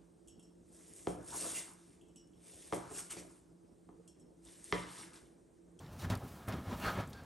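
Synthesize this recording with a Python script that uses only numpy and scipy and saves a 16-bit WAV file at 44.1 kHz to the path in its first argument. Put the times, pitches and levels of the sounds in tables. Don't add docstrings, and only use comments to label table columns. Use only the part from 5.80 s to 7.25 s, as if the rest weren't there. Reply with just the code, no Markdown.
import sys
import numpy as np
from scipy import signal
from scipy.fft import rfft, irfft, next_fast_len
from scipy.io import wavfile
from scipy.ndimage import uniform_filter1d, map_coordinates

SR = 44100
rng = np.random.default_rng(int(sys.argv[2]) if len(sys.argv) > 2 else 0)


def master(y):
    cut = np.clip(np.atleast_2d(y).T, -1, 1)
    pcm = np.round(cut * 32767)
    wavfile.write(sys.argv[1], SR, pcm.astype(np.int16))


def volts_from_db(level):
    exponent = np.asarray(level, float) / 20
    return 10 ** exponent


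N = 63945
TIME = np.arange(N) / SR
SLIPS_PER_S, SLIP_SPREAD_DB = 2200, 3


def unit(x):
    return x / np.sqrt(np.mean(x ** 2) + 1e-20)


def along(points, hz):
    f, v = np.transpose(points)
    return np.interp(np.log(hz + 1), np.log(f + 1), v)


def filtered(x, response):
    m = next_fast_len(N + 8192)
    hz = np.fft.rfftfreq(m, 1 / SR)
    return irfft(rfft(x, m) * response(hz), m)[..., :N]


def resonances(table):
    def response(f):
        total = 0
        for k, (centre, width, db) in enumerate(table):
            damping = 1j * f * abs(width)
            total = total + (-1) ** k * volts_from_db(db) * damping / (centre * centre - f * f + damping)
        return total
    return response


def wobble(rate):
    knots = rng.standard_normal(int(N * rate / SR) + 4)
    return map_coordinates(knots, [np.arange(N) * rate / SR])


def swell(peak_s, rise, fall, db):
    t = TIME - peak_s
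    return volts_from_db(db - 20 * np.where(t < 0, -t / abs(rise), t / abs(fall)))


def slips(per_s, spread_db, smooth):
    hit, size, sign = rng.random((3, N))
    sizes = volts_from_db(-spread_db * np.log(size + 1e-9))
    kicks = (hit < per_s / SR) * sizes * np.sign(sign - .5)
    return unit(unit(kicks) + smooth * rng.standard_normal(N))


def through(force, gain, response):
    return filtered(force * gain, response) / np.std(filtered(force, response))


# (frequency [Hz], density [dB per Hz])
YARD_SPECTRUM = [(25, -28), (50, -4), (85, 0), (200, -6), (370, -15), (1090, -19), (2200, -31),
                 (15800, -45)]


def yard():
    z = signal.stft(rng.standard_normal(N + 512), nperseg=512)[2]
    field = uniform_filter1d(rng.standard_normal(z.shape), 8, 0)
    field = uniform_filter1d(field, 10, 1)
    bed = signal.istft(z * volts_from_db(1.6 * unit(field)), nperseg=512)[1][:N]
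    level_db = -51 + .7 * wobble(4)
    return volts_from_db(level_db) * unit(filtered(bed, lambda f: volts_from_db(along(YARD_SPECTRUM, f))))


# (low edge [Hz], high edge [Hz], level [dB])
SIDE_HISS_BANDS = [(4400, 6000, 3), (6700, 9300, 1), (14300, 15850, -2)]


def spread():
    start_s, end_s = 1.044, 1.083
    u = np.clip((TIME - start_s) / (end_s - start_s), 0, 1)

    def bands(f):
        return sum(volts_from_db(db) * (f > low) * (f < high) for low, high, db in SIDE_HISS_BANDS)
    hiss = filtered(rng.standard_normal(N), bands)
    return volts_from_db(-58.5) * np.sin(np.pi * u) * unit(hiss)


def room(x):
    t = np.arange(SR // 4) / SR
    t60 = 0.084
    tail = rng.standard_normal(len(t)) * volts_from_db(-60 * t / t60) * (t > .003)
    return signal.fftconvolve(x, tail / np.linalg.norm(tail))[:N]


# (time [s], level [dB], lowest mode [Hz], decay t60 [s])
HANDLE_THUDS = [
    (0.234, -34.5, 95, 0.5),
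    (0.3021, -23, 104.4, 0.12),
    (0.364, -27, 114, 0.051),
    (.433, -33, 119.7, 0.067),
    (0.679, -31, 106.5, 0.16),
    (0.74, -28, 93, 0.045),
    (0.87, -33.5, 98.3, 0.25),
    (1.174, -31.5, 105, 0.24),
]
# (multiple of the lowest mode [ratio], level [dB])
UPPER_MODES = [(1.7, -3.5), (2.6, -11.5)]


def thuds():
    out = np.zeros(N)
    for start_s, db, hz, t60 in HANDLE_THUDS:
        t = np.maximum(TIME - start_s, 0)
        modes = 0
        for ratio, mode_db in [(1, 0.0086)] + UPPER_MODES:
            modes = modes + volts_from_db(mode_db - 60 * ratio * t / t60) * np.sin(2 * np.pi * ratio * hz * t)
        out -= volts_from_db(db) * modes * (1 - np.exp(-t / 0.0015))
    return out


# (time of peak [s], rise [s per 20 dB], fall [s per 20 dB])
PANEL_PUSHES = [(.1, .06, .1), (.25, .05, .07), (.31, .012, .07), (.436, .04, .06), (.62, .2, .1),
                (.69, .015, .09), (.745, .04, .06), (.79, .03, .06), (.89, .04, .05), (.925, .03, .06),
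                (1.06, .1, .1), (1.186, .05, .05)]
PANEL_PUSH_LEVELS = [-59.5, -42, -34.5, -44.5, -71, -41, -42.5, -44.5, -47, -39.5, -38.5, -37]
# (frequency [Hz], width [Hz], level [dB])
PANEL_MODES = [(58.4, 41, -3), (95, 21, -0.5), (114, 41, -8.5), (160.4, 17, -4.5), (186.2, 14, -3),
               (259.3, 28, -6), (369, 84, -15)]


def panel():
    modes = resonances(PANEL_MODES)

    def body(f):
        return modes(f) / (1 + 1j * f / 500) * (1j * f / (45 + 1j * f)) ** 2
    force = slips(400, 1.5, smooth=1.2)
    gain = sum(swell(*push, db) for push, db in zip(PANEL_PUSHES, PANEL_PUSH_LEVELS))
    return through(force, gain, body)


# (time [s], level [dB], centre [Hz], decay t60 [s])
BRISTLE_SNAPS = [(0.064, -52.5, 4120, 0.024), (0.063, -68, 8860, 0.023), (0.1645, -57, 8040, 0.01),
                 (.1955, -55.5, 4300, 0.018), (0.206, -47.5, 3780, 0.016), (0.352, -38, 9700, 0.021),
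                 (0.3529, -39.5, 4600, 0.034), (.3525, -50, 6940, .021), (0.374, -47.5, 9000, 0.025),
                 (.3025, -55, 9200, 0.013), (.335, -55, 14500, .02), (0.682, -39, 2700, 0.08),
                 (.661, -64, 10000, .01), (.675, -51, 9500, 0.012), (0.6852, -42, 9800, 0.0076),
                 (.6852, -49, 6600, .01), (0.6858, -44, 13000, .011), (.689, -55, 5500, 0.011),
                 (0.724, -43.5, 5200, 0.019), (0.724, -39, 2530, 0.078), (1.274, -50.5, 7800, 0.034),
                 (1.279, -57, 8200, .015), (1.289, -57, 12800, .03), (1.297, -52, 12000, .015),
                 (1.331, -41, 4500, 0.043), (1.332, -47, 5360, 0.022), (1.333, -52, 8770, 0.023),
                 (1.4345, -61, 9600, 0.016), (1.436, -57, 7000, .016)]


def snaps():
    out = np.zeros(N)
    t = np.arange(SR // 10) / SR
    for start_s, db, hz, t60 in BRISTLE_SNAPS:
        decay = volts_from_db(-60 * t / t60) + 1.3 * volts_from_db(-60 * t / .0025)
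        burst = np.zeros(N + SR)
        burst[round(start_s * SR):][:len(t)] = rng.standard_normal(len(t)) * decay
        band = resonances([(hz, .45 * hz, 0)])
        out += volts_from_db(db) * filtered(burst[:N], lambda f: band(f) ** 2)
    return out


# (time of peak [s], rise [s per 20 dB], fall [s per 20 dB], tilt [dB per octave])
BRISTLE_SWEEPS = [(.133, .03, .05, -2), (.198, .02, .05, -4), (.22, .035, .08, -3), (.25, .06, .018, -4),
                  (.3005, .003, .03, -5), (.325, .04, .03, -4), (.4, .05, .3, -1), (.49, .1, .3, 0),
                  (.64, .3, .1, 1), (.687, .008, .045, -2), (.728, .012, .05, -4), (.77, .06, .2, 0),
                  (.92, .11, .06, -3), (.998, .07, .12, 1), (1.06, .07, .13, -2), (1.11, .1, .2, -1),
                  (1.208, .1, .025, -5), (1.305, .012, .015, 0), (1.36, .04, .15, -5)]
BRISTLE_SWEEP_LEVELS = [-64, -60.5, -57, -61.5, -45.5, -60.5, -69.5, -66.5, -80.5, -56.5, -60, -71, -59,
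                        -58, -55.5, -65, -60, -64.5, -72]
# (frequency [Hz], width [Hz], level [dB])
COLLAR_MODES = [(2700, 120, -3), (3840, 150, 0), (4410, 150, -4), (5300, 150, -3), (5970, 180, 0),
                (7160, 200, -5), (9300, 300, -8)]


def swish():
    force = slips(5000, 1.4, smooth=1.3) * volts_from_db(1.1 * wobble(120))
    collar = resonances(COLLAR_MODES)
    collar_gain = volts_from_db(8) / 2

    def body(f, tilt_db):
        tilt = volts_from_db(tilt_db * np.log2(f / 4000 + 1e-3))
        hiss = tilt / (1 + (2140 / (f + 1)) ** 4) * (f < 15900)
        firm = tilt_db < -2.5
        return hiss * (1 + firm * collar_gain * np.abs(collar(f)))
    out = np.zeros(N)
    for (peak_s, rise, fall, tilt_db), db in zip(BRISTLE_SWEEPS, BRISTLE_SWEEP_LEVELS):
        out += through(force, swell(peak_s, rise, fall, db), lambda f: body(f, tilt_db))
    return out


# (time of peak [s], rise and fall [s per 20 dB], mode [Hz])
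CAUGHT_MODES = [(.235, .05, 950), (.245, .04, 1700), (.303, .015, 600), (.32, .03, 1050), (.327, .03, 1390),
                (.33, .03, 1880), (.336, .04, 705), (.695, .04, 1700), (.695, .04, 640), (.93, .06, 1000),
                (1.038, .035, 2660), (1.04, .03, 1420), (1.062, .04, 1280), (1.068, .05, 4330),
                (1.082, .045, 1500), (1.088, .045, 1270), (1.195, .06, 646), (1.205, .05, 1310)]
CAUGHT_LEVELS = [-55.5, -53.5, -46, -45, -50, -52, -44.5, -50.5, -49, -52, -44.5, -42.5, -42, -51, -38,
                 -48.5, -49, -45.5]


def catches():
    out = np.zeros(N)
    for (peak_s, span, hz), db in zip(CAUGHT_MODES, CAUGHT_LEVELS):
        force = slips(SLIPS_PER_S, SLIP_SPREAD_DB, smooth=1.6)
        out += through(force, swell(peak_s, span, span, db), resonances([(hz, 130, 0)]))
    return out


# (frequency [Hz], level [dB])
SQUEAK_PARTIALS = [(1585, 0), (3600, -17), (4500, -12), (5560, -22)]
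# (time of peak [s], rise [s per 20 dB], fall [s per 20 dB], level [dB])
SQUEAK_SWELLS = [
    (1.35, .008, .035, -60),
    (1.38, .035, .045, -59),
    (1.396, .03, .02, -63),
    (1.415, .02, .03, -70),
]


def squeak():
    gain = sum(swell(*stroke) for stroke in SQUEAK_SWELLS)
    wander = .085 * np.cumsum(rng.standard_normal(N))
    tone = np.zeros(N)
    for hz, db in SQUEAK_PARTIALS:
        phase = 2 * np.pi * hz * TIME + wander * np.sqrt(hz / SQUEAK_PARTIALS[0][0])
        tone += volts_from_db(db) * np.sin(phase)
    return gain * unit(tone)


# (time of peak [s], rise [s per 20 dB], fall [s per 20 dB], share of plate ring [0-1])
BRUSH_DRAGS = [(.228, .045, .06, .03), (.252, .06, .04, .03), (.3015, .004, .04, .03),
               (.338, .055, .055, .03), (.43, .05, .12, .05), (.6, .3, .3, .05), (.683, .007, .09, .1),
               (.73, .03, .07, .05), (.78, .04, .1, .05), (.89, .06, .1, .05), (.932, .06, .08, .05),
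               (1.05, .06, .08, .15), (1.084, .05, .085, .15), (1.192, .12, .07, .03),
               (1.225, .04, .06, .03), (1.34, .05, .3, .05)]
BRUSH_DRAG_LEVELS = [-53, -52, -44, -46, -59, -60, -44.5, -50.5, -56.5, -51, -49, -39.5, -41.5, -41.5,
                     -55.5, -60.5]
# (frequency [Hz], density [dB per Hz])
SCRAPE_SPECTRUM = [(200, -4.5), (350, -6), (700, -2.5), (1500, -7.5), (2300, -15), (3500, -19.5),
                   (6000, -34.5), (12000, -79)]
# (frequency [Hz], width [Hz], level [dB])
PLATE_MODES = [(650, 80, -6), (745, 50, -7), (1300, 120, 0), (1500, 100, -1), (1700, 120, -10),
               (1920, 100, -9), (2210, 70, -13), (2660, 130, -8), (3310, 200, -18), (4400, 150, -8),
               (5930, 300, -22)]


def drags():
    force = slips(SLIPS_PER_S, SLIP_SPREAD_DB, smooth=1.5) * volts_from_db(0.47 * wobble(60.43))
    dull, ring = np.zeros(N), np.zeros(N)
    for (peak_s, rise, fall, share), db in zip(BRUSH_DRAGS, BRUSH_DRAG_LEVELS):
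        stroke = swell(peak_s, rise, fall, db)
        dull += stroke * np.sqrt(1 - share)
        ring += stroke * np.sqrt(share)
    scrape = through(force, dull, lambda f: volts_from_db(along(SCRAPE_SPECTRUM, f)))
    return scrape + through(force, ring, resonances(PLATE_MODES))


def scene():
    near = drags() + squeak() + swish() + snaps() + catches()
    mid = near + volts_from_db(-12) * room(near) + panel() + thuds() + yard()
    side = spread()
    return np.array([mid + side, mid - side])


def band_limit(x):
    return signal.sosfilt(signal.butter(12, 16090, fs=SR, output="sos"), x)


def record(dry):
    def microphone(f):
        return (1j * f / (42 + 1j * f)) ** 2 * (f < 15850)
    heard = filtered(dry, microphone)
    return band_limit(heard)


dry = scene()
out = record(dry)
master(out)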